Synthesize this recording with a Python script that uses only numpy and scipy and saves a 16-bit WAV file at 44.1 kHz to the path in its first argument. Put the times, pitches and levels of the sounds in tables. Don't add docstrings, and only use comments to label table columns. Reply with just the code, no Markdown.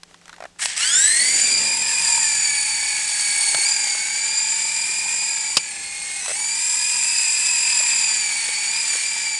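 import sys
import numpy as np
from scipy import signal
from scipy.fft import rfft, irfft, next_fast_len
from scipy.io import wavfile
from scipy.ndimage import uniform_filter1d, map_coordinates

SR = 44100
rng = np.random.default_rng(int(sys.argv[2]) if len(sys.argv) > 2 else 0)


def unload_audio(sound):
    columns = np.transpose(np.atleast_2d(sound))
    steps = np.round(np.clip(columns, -1, 1) * 32767)
    wavfile.write(sys.argv[1], SR, steps.astype(np.int16))


def boost(x):
    u = np.asarray(x, float) / 20
    return 10 ** u


N = 414099
TEETH_PER_TURN, PINION_TEETH, POLES = 59, 8, 3
LIFT_OFF_S, CLIP = 1.986, .68
FIRST_START_S, SECOND_START_S, GEAR_START_S = .763, .8, .585

# (frequency [Hz], density [dB per Hz])
AIR_COLOUR = [(12, -14), (20, 5), (70, -1), (127, -3), (211, -5), (291, 0.5), (1410, -7), (1610, -5.5),
              (7610, -8), (12000, -19), (15600, -72), (22000, -120)]
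# (frequency [Hz], level [dB])
HUM = [(98, -72.5), (172, -61), (198, -67.5)]
# (time [s], peak [dB], ring [Hz], crack [dB])
TICKS = [(.02, -58, 2330, -3), (.033, -42, 2150, 15), (.111, -44, 783, 1), (0.143, -33, 1490, -2.5),
         (.214, -41, 2180, -3), (.256, -40, 1275, 4), (.28, -34.5, 1800, 0), (0.294, -28, 1370, -4),
         (0.329, -28, 1600, -7), (.341, -34, 1670, -8), (.363, -41, 1800, 2), (.382, -34, 825, -7),
         (.56, -46, 818, -7), (.594, -20.5, 1920, -9), (.616, -20, 2240, -20), (0.632, -20, 2260, -13),
         (0.6568, -20, 6000, 13), (3.547, -37, 131, -30), (3.546, -19, 684, 8), (3.549, -16, 1442, -1),
          (3.585, -30.5, 398, -5), (3.839, -32, 3000, 9.5), (3.949, -31, 600, 6), (4.893, -38, 391, -9.5),
          (4.985, -41, 374, -9.5), (6.26, -27, 1052, 7), (7.804, -26.5, 627.4, -9), (8.488, -31, 477, 10),
          (8.938, -33, 706, 13), (8.953, -31, 502.4, 7)]
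# (start [s], length [s], peak [dB], ring [Hz], crack [dB])
CREAKS = [
    (.404, .049, -24, 676, -9.5),
    (6.281, 0.033, -25, 600, 4),
]
# (frequency [Hz], density [dB per Hz])
SNAP_COLOUR = [(47, -61), (80, -24), (920, -12.5), (2000, -16), (2710, -5.5), (4360, -12), (4750, 2.5),
               (5770, -12.5), (8890, -13.5), (10100, -17), (14000, -56)]
# (time [s], extra path [ms])
ECHO_PATH = [(1.4, .8), (1.8, 1.7), (2.2, 2.9), (2.5, 3.68), (2.8, 4.18), (3.15, 4.53), (3.5, 4.65),
             (3.85, 4.47), (4.4, 3.86), (4.8, 3.58), (5.6, 3.28), (6.4, 2.86), (6.9, 2.69), (7.2, 2.9),
             (7.6, 3.44), (8.0, 4.15), (8.4, 4.63), (9.39, 5.05)]
# (multiple of rotor rate [1], level [dB])
BLADE_ORDERS = [(1, -7), (2, 3), (3, -4), (4, 0), (5, -19), (6, -10.5)]
# (time [s], rattle [dB], treble tilt [dB])
JOLT = [
    (.585, -55, 2),
    (.597, -36.5, 13),
    (.625, -30, 5),
    (.65, -30, 16.5),
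    (.665, -35.5, 9),
    (.7, -31.5, -1),
    (.755, -37, -1),
    (.775, -31, 8),
]
# (time [s], rattle [dB], treble tilt [dB])
RATTLE = [(0.819, -29, 7), (.98, -33, 13), (1.32, -31, 13), (1.82, -34.5, 8.5), (2.1, -33.5, 14.5),
          (2.7, -35.5, 11), (3.5, -33.5, 13.5), (4.2, -36, 8), (4.78, -36.5, 12), (5.55, -38.5, 10.5),
          (5.64, -42, 7), (5.86, -40.5, 8), (6.74, -36.5, 15.5), (7.36, -35, 14), (7.86, -33, 8),
          (8.67, -35, 7), (8.89, -33, 9.5), (9.39, -37, 6.5)]
# (frequency [Hz], density [dB per Hz])
RATTLE_COLOUR = [(240, -28.5), (450, -22.5), (900, -13), (1440, -10.5), (1600, -5), (2100, -0.5), (2450, 2),
                 (3000, -3), (4000, -2), (5500, 1), (6300, -1), (7800, 5.5), (10000, 1.5), (12500, -20)]
# (frequency [Hz], width [Hz], gain [dB])
SHELL = [(1693, 4.9, 10), (1770, 290, 2.5), (8160, 1460, 4.5)]
# (time [s], asked tooth mesh [Hz], whine [dB])
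SECOND = [(.8, 2387, -62), (.95, 2359, -28.5), (1.2, 2417, -28.5), (1.6, 2575, -38), (2.3, 2524, -36.5),
          (3.5, 2369, -41), (3.75, 2215, -34), (3.95, 2189, -34), (4.4, 2316, -39), (5.5, 2326, -35.5),
          (5.75, 2497, -38), (6.1, 2438, -47), (6.3, 2644, -38.5), (6.5, 2612, -67), (7.1, 2599, -33),
          (7.9, 2584, -31), (8.4, 2418, -37.5), (9.39, 2322, -32)]
# (time [s], asked tooth mesh [Hz], whine over rattle [dB], brush sparking [dB])
FIRST = [(.763, 2482, 2, -8), (1.88, 2496, 3, -2.5), (2.25, 2392, 4, -4.5), (2.53, 2284, 4, -7),
         (3.2, 2260, 1.5, -7), (3.64, 2211, 4, -8.5), (4.0, 2293, 0, -9), (4.38, 2401, 4.5, -6),
         (5.3, 2434, 3.5, -3.5), (5.65, 2319, -1, -5), (6.3, 2302, 1, -7.5), (6.36, 2400, 4, -2),
         (6.61, 2462, 4, -6.5), (7.93, 2448, 4.5, -7.5), (8.44, 2241, 0, -9), (8.68, 2284, 1.5, -6.5),
         (9.02, 2210, -0.5, -14.5), (9.39, 2322, 0.5, -5.5)]
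# (start [s], rise [s], hold [s], fall [s], mesh change [Hz])
NUDGES = [
    (1.19, .05, .06, .2, 65),
    (3.64, .035, .06, .27, 185),
    (5.647, 0.072, 0.64, 0.3, -150),
    (6.195, 0.014, 0.14, 0.016, -145),
    (8.68, .1, 0.004855, .24, 206.5),
    (9.021, 0.029, .15, 0.19, 150),
]
MESH_ORDERS_DB = [0.11, 2.63, .1, .1]
SLACK_DB_PER_HZ = [0.0018, 0.019, -0.018, 0.0018]
# (frequency [Hz], gain [dB])
RADIATION = [(1700, -0.4), (5000, 2), (6500, -4), (6950, 9), (7500, 8.5), (8850, 7.5), (9450, -2.5),
             (10000, -1)]


def rms_one(x):
    return x / np.sqrt(np.mean(np.abs(x) ** 2) + 1e-20)


def in_time(rows):
    s, *columns = np.transpose(rows)
    return [np.interp(np.arange(N) / SR, s, c) for c in columns]


def after(start_s):
    return np.arange(N) > start_s * SR


def turns(hz):
    return 2 * np.pi * np.cumsum(hz) / SR


def swell(start_s, rise_s, hold_s, fall_s, height):
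    corners_s = start_s + np.cumsum([0, rise_s, hold_s, fall_s])
    return np.interp(np.arange(N) / SR, corners_s, [0, height, height, 0])


def fade_in(start_s, rise_s, depth_db):
    return np.interp(np.arange(N) / SR, [start_s, start_s + rise_s], [-depth_db, 0])


def drift(rate_hz, count, hold=32):
    r = np.exp(-64 * np.pi * rate_hz / SR)
    noise = rng.standard_normal((count, N // 32 + 1001))
    slow = signal.lfilter([1], [1, -2 * r, r * r], noise)[:, 1000:]
    length = -(-N * hold // 32)
    return np.repeat(rms_one(slow), hold, axis=1)[:, :length]


def coloured(x, points, peaks=()):
    size = next_fast_len(len(x))
    hz = np.arange(size // 2 + 1) * SR / size + 1
    point_hz, point_db = np.transpose(points)
    db = np.interp(np.log(hz), np.log(point_hz), point_db)
    for at_hz, width_hz, top_db in peaks:
        db = db + top_db / (1 + (2 * (hz - at_hz) / width_hz) ** 2)
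    return rms_one(irfft(rfft(x, size) * boost(db), size)[:len(x)])


def street():
    air_db = -54.5 + 1.5 * drift(6.0, count=1)[0]
    out = coloured(rng.standard_normal(N), AIR_COLOUR) * boost(air_db)
    for (hz, db), wander in zip(HUM, drift(1.47, count=len(HUM))):
        out += boost(db + 2.2 * wander) * np.sin(turns(hz + .8 * wander))
    return out


def case_hit(db, hz, crack_db):
    t = np.arange(1500) / SR
    case = signal.butter(2, [800, 7500], "band", fs=SR, output="sos")
    grip = signal.butter(2, [950, 2100], "band", fs=SR, output="sos")
    cycles, crack_hz = t * hz, 2.39 * hz
    ring = 2.0 * np.sin(2 * np.pi * cycles) * cycles * np.exp(-cycles / 0.92)
    rub = signal.sosfilt(grip, rng.standard_normal(len(t))) * t / .003 * np.exp(1 - t / .003)
    sharp = np.exp(-t / .002) * (1 - np.exp(-t / .0002))
    crack_noise = signal.sosfilt(case, rng.standard_normal(len(t)))
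    crack = sharp * (.8 * crack_noise + .3 * np.sin(2 * np.pi * crack_hz * t))
    return boost(db) * (ring + 0.91 * rub + boost(crack_db + 6.0) * crack)


def snap(peak_db=-2.1, t60_s=0.042):
    t = np.arange(5000) / SR
    envelope = boost(peak_db - 60 * t / t60_s) * (1 - np.exp(-t / 0.00028))
    burst = coloured(rng.standard_normal(len(t)), SNAP_COLOUR) * envelope
    thud = boost(-34) * np.sin(2 * np.pi * 160 * t) * np.exp(-t / 0.013)
    return burst + thud


def controller():
    out = np.zeros(N + SR)
    slips = [(s + length_s * (k / 3) ** .85, *rest) for s, length_s, *rest in CREAKS for k in range(4)]
    for s, db, hz, crack_db in TICKS + slips:
        out[round(s * SR):][:1500] += case_hit(db, hz, crack_db)
    out[round(5.5685 * SR):][:5000] += snap()
    return signal.sosfilt(signal.butter(2, 90, "high", fs=SR, output="sos"), out[:N] + 1e-18)


def ground(direct):
    lag_ms = uniform_filter1d(in_time(ECHO_PATH)[0], size=8000)
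    dull = signal.sosfiltfilt(signal.butter(1, [1000, 4000], "band", fs=SR, output="sos"), direct)
    late = np.interp(np.arange(N) - lag_ms * SR / 1000, np.arange(N), dull)
    return direct - boost(-5 - 1.5 * np.abs(lag_ms - 3)) * late


def downwash(start_db):
    rush_db = -60.5 + swell(start_s=0.59, rise_s=0.56, hold_s=0.31, fall_s=1, height=16.5) + start_db
    rush_db = rush_db + 1.5 * drift(.6, count=1)[0] + 1.3 * drift(14.0, count=1)[0]
    band = signal.butter(2, [170, 750], "band", fs=SR, output="sos")
    return rms_one(signal.sosfilt(band, rng.standard_normal(N))) * boost(rush_db)


def blades(rotor, asked_hz, start_db):
    thump_db = -70 + 1.7 * (asked_hz / TEETH_PER_TURN - 41.25) + start_db
    thump_db = thump_db + swell(start_s=1.02, rise_s=0.64, hold_s=0.51, fall_s=1.83, height=13.3)
    near_slab_db = 13 / (1 + np.exp((np.arange(N) / SR - LIFT_OFF_S) / 0.054))
    out = np.zeros(N)
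    for (k, db), wander in zip(BLADE_ORDERS, drift(0.8, count=len(BLADE_ORDERS))):
        out += boost(db + 1.5 * wander + (k == 6) * near_slab_db) * np.sin(k * rotor)
    return boost(thump_db - 2) * out


def tone(phase, rotor, wobble, flutter_db, rough):
    turn = rotor[::8]
    depth, lag, second, fade = drift(2.0, count=4, hold=4)
    quick, blur = drift(29.0, count=2, hold=4)
    chop, jitter = drift(138.0, count=2, hold=4)
    swing = wobble * ((1 + .22 * depth) * np.sin(turn + lag) + .4 * np.sin(2 * turn + 1.2 * second))
    swing = swing + rough * (1.1 * blur + 0.84 * jitter)
    pulse = 1 + 0.22 * np.cos(turn + 1.38 * second)
    gain = boost(flutter_db * (.4 * fade + .5 * quick + .9 * chop)) * pulse
    gain, swing = np.repeat(gain, 8)[:N], np.repeat(swing, 8)[:N]
    return rms_one(gain * np.sin(phase + swing))


def bearing(rotor, start_db):
    whistle_db = -57.5 + swell(start_s=1.5, rise_s=0.34, hold_s=2.0, fall_s=1.27, height=12.7) + start_db
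    return boost(whistle_db) * sum(tone(k * rotor, rotor, wobble=.6, flutter_db=3, rough=.12) for k in (41, 42))


def rattle(rotor, level_db, treble_db, repeat=0.29):
    turn = rotor / (2 * np.pi)
    patterns = rng.standard_normal((90, 600))
    same = map_coordinates(patterns, [np.arange(N) * 88 / N, turn % 1 * 599], order=1)
    grains = rng.standard_normal(N) * boost(2.03 * drift(240.0, count=1)[0])
    contacts = (repeat * rms_one(same) + (1 - repeat) * grains) * (1 + 0.038 * np.cos(rotor))
    slack_db = .6 + 2.5 * (np.arange(N) < .652 * SR)
    body = coloured(contacts * boost(slack_db * drift(77.0, count=1)[0]), RATTLE_COLOUR, SHELL)
    high = signal.sosfiltfilt(signal.butter(2, 6500, "high", fs=SR, output="sos"), body)
    return after(GEAR_START_S) * boost(level_db + 10.5) * (body - high + boost(treble_db - 12.5) * high)


def spool(start_s, missing, lag_s):
    return 1 - missing * np.exp(-np.maximum(np.arange(N) / SR - start_s, 0) / lag_s)


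def second_motor(mesh_hz, db, rotor, brush_db):
    mesh, fast = turns(mesh_hz), mesh_hz > 2150
    whine = tone(mesh, rotor, wobble=.85, flutter_db=2.2, rough=.14)
    commutator = tone(mesh * POLES / PINION_TEETH, rotor, wobble=0.2, flutter_db=5.5, rough=0.41)
    whine += boost(-0.5) * tone(3 * mesh, rotor, wobble=3.3, flutter_db=0.0, rough=0.59) * fast
    return boost(db) * whine * after(SECOND_START_S) + boost(brush_db - 5) * commutator * fast


def first_motor(mesh_hz, nudge_hz, whine_db, brush_db):
    bite_db = swell(start_s=.84, rise_s=.14, hold_s=.1, fall_s=.1, height=3)
    hz, gain_db = np.transpose(RADIATION)
    levels_db = []
    for k, db, slack in zip(range(1, 5), MESH_ORDERS_DB, SLACK_DB_PER_HZ):
        radiated_db = np.interp(np.log(k * mesh_hz), np.log(hz), gain_db)
        levels_db.append(whine_db + db + slack * nudge_hz + (k - 2) * bite_db + radiated_db)
    levels_db.append(-25 - np.abs(5 * mesh_hz - 8500) / 300 - 40 * after(1.15))
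    levels_db.append(-31 - np.abs(6 * mesh_hz - 9000) / 160 - 40 * (mesh_hz > 1750))
    mesh = turns(mesh_hz)
    rotor = mesh / TEETH_PER_TURN
    loaded = np.clip((mesh_hz[::8] - 1950) / 450, .62, 1)
    play = .15 + .03 * bite_db[::8]
    out = np.zeros(N)
    for k, db in enumerate(levels_db, 1):
        out += boost(db - 1.5) * tone(k * mesh, rotor, loaded * (0.24 + 0.85 * k), 2.83, play * k)
    commutator = tone(mesh * POLES / PINION_TEETH, rotor, wobble=0.74, flutter_db=2.5, rough=play)
    return after(FIRST_START_S) * (out + boost(brush_db - 4) * commutator)


def scene():
    rattle_db, treble_db = in_time(JOLT + RATTLE)
    first_asked_hz, whine_db, spark_db = in_time(FIRST)
    second_asked_hz, second_db = in_time(SECOND)
    nudge_hz = sum(swell(*nudge) for nudge in NUDGES)
    first_hz = first_asked_hz * spool(FIRST_START_S, missing=.53, lag_s=.31) + nudge_hz
    second_hz = second_asked_hz * spool(SECOND_START_S, missing=.56, lag_s=.38)
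    rotor = turns((second_hz + .3 * (first_hz - second_hz)) / TEETH_PER_TURN)

    brush_db = rattle_db + spark_db + 0.014 * nudge_hz + fade_in(start_s=1.13, rise_s=0.72, depth_db=22)
    whine_db = rattle_db + whine_db + fade_in(start_s=.77, rise_s=.1, depth_db=10)
    start_db = fade_in(start_s=0.63, rise_s=0.68, depth_db=17)
    air = street() + downwash(start_db) + blades(rotor, second_asked_hz, start_db)
    craft = bearing(rotor, start_db) + rattle(rotor, rattle_db, treble_db)
    craft += second_motor(second_hz, second_db, rotor, brush_db)
    craft += first_motor(first_hz, nudge_hz, whine_db, brush_db)
    return (ground(craft) + air + controller())[None]


def top_cut(x):
    return signal.sosfilt(signal.butter(12, 15820, fs=SR, output="sos"), x)


def record(dry):
    x = np.clip(dry, -CLIP, CLIP)
    x = signal.sosfilt(signal.butter(5, 10600, fs=SR, output="sos"), x)
    x = signal.sosfilt(signal.cheby2(10, 45, 13200, fs=SR, output="sos"), x)
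    mix = np.clip(x, -CLIP, CLIP)
    return top_cut(mix)


dry = scene()
out = record(dry)
unload_audio(out)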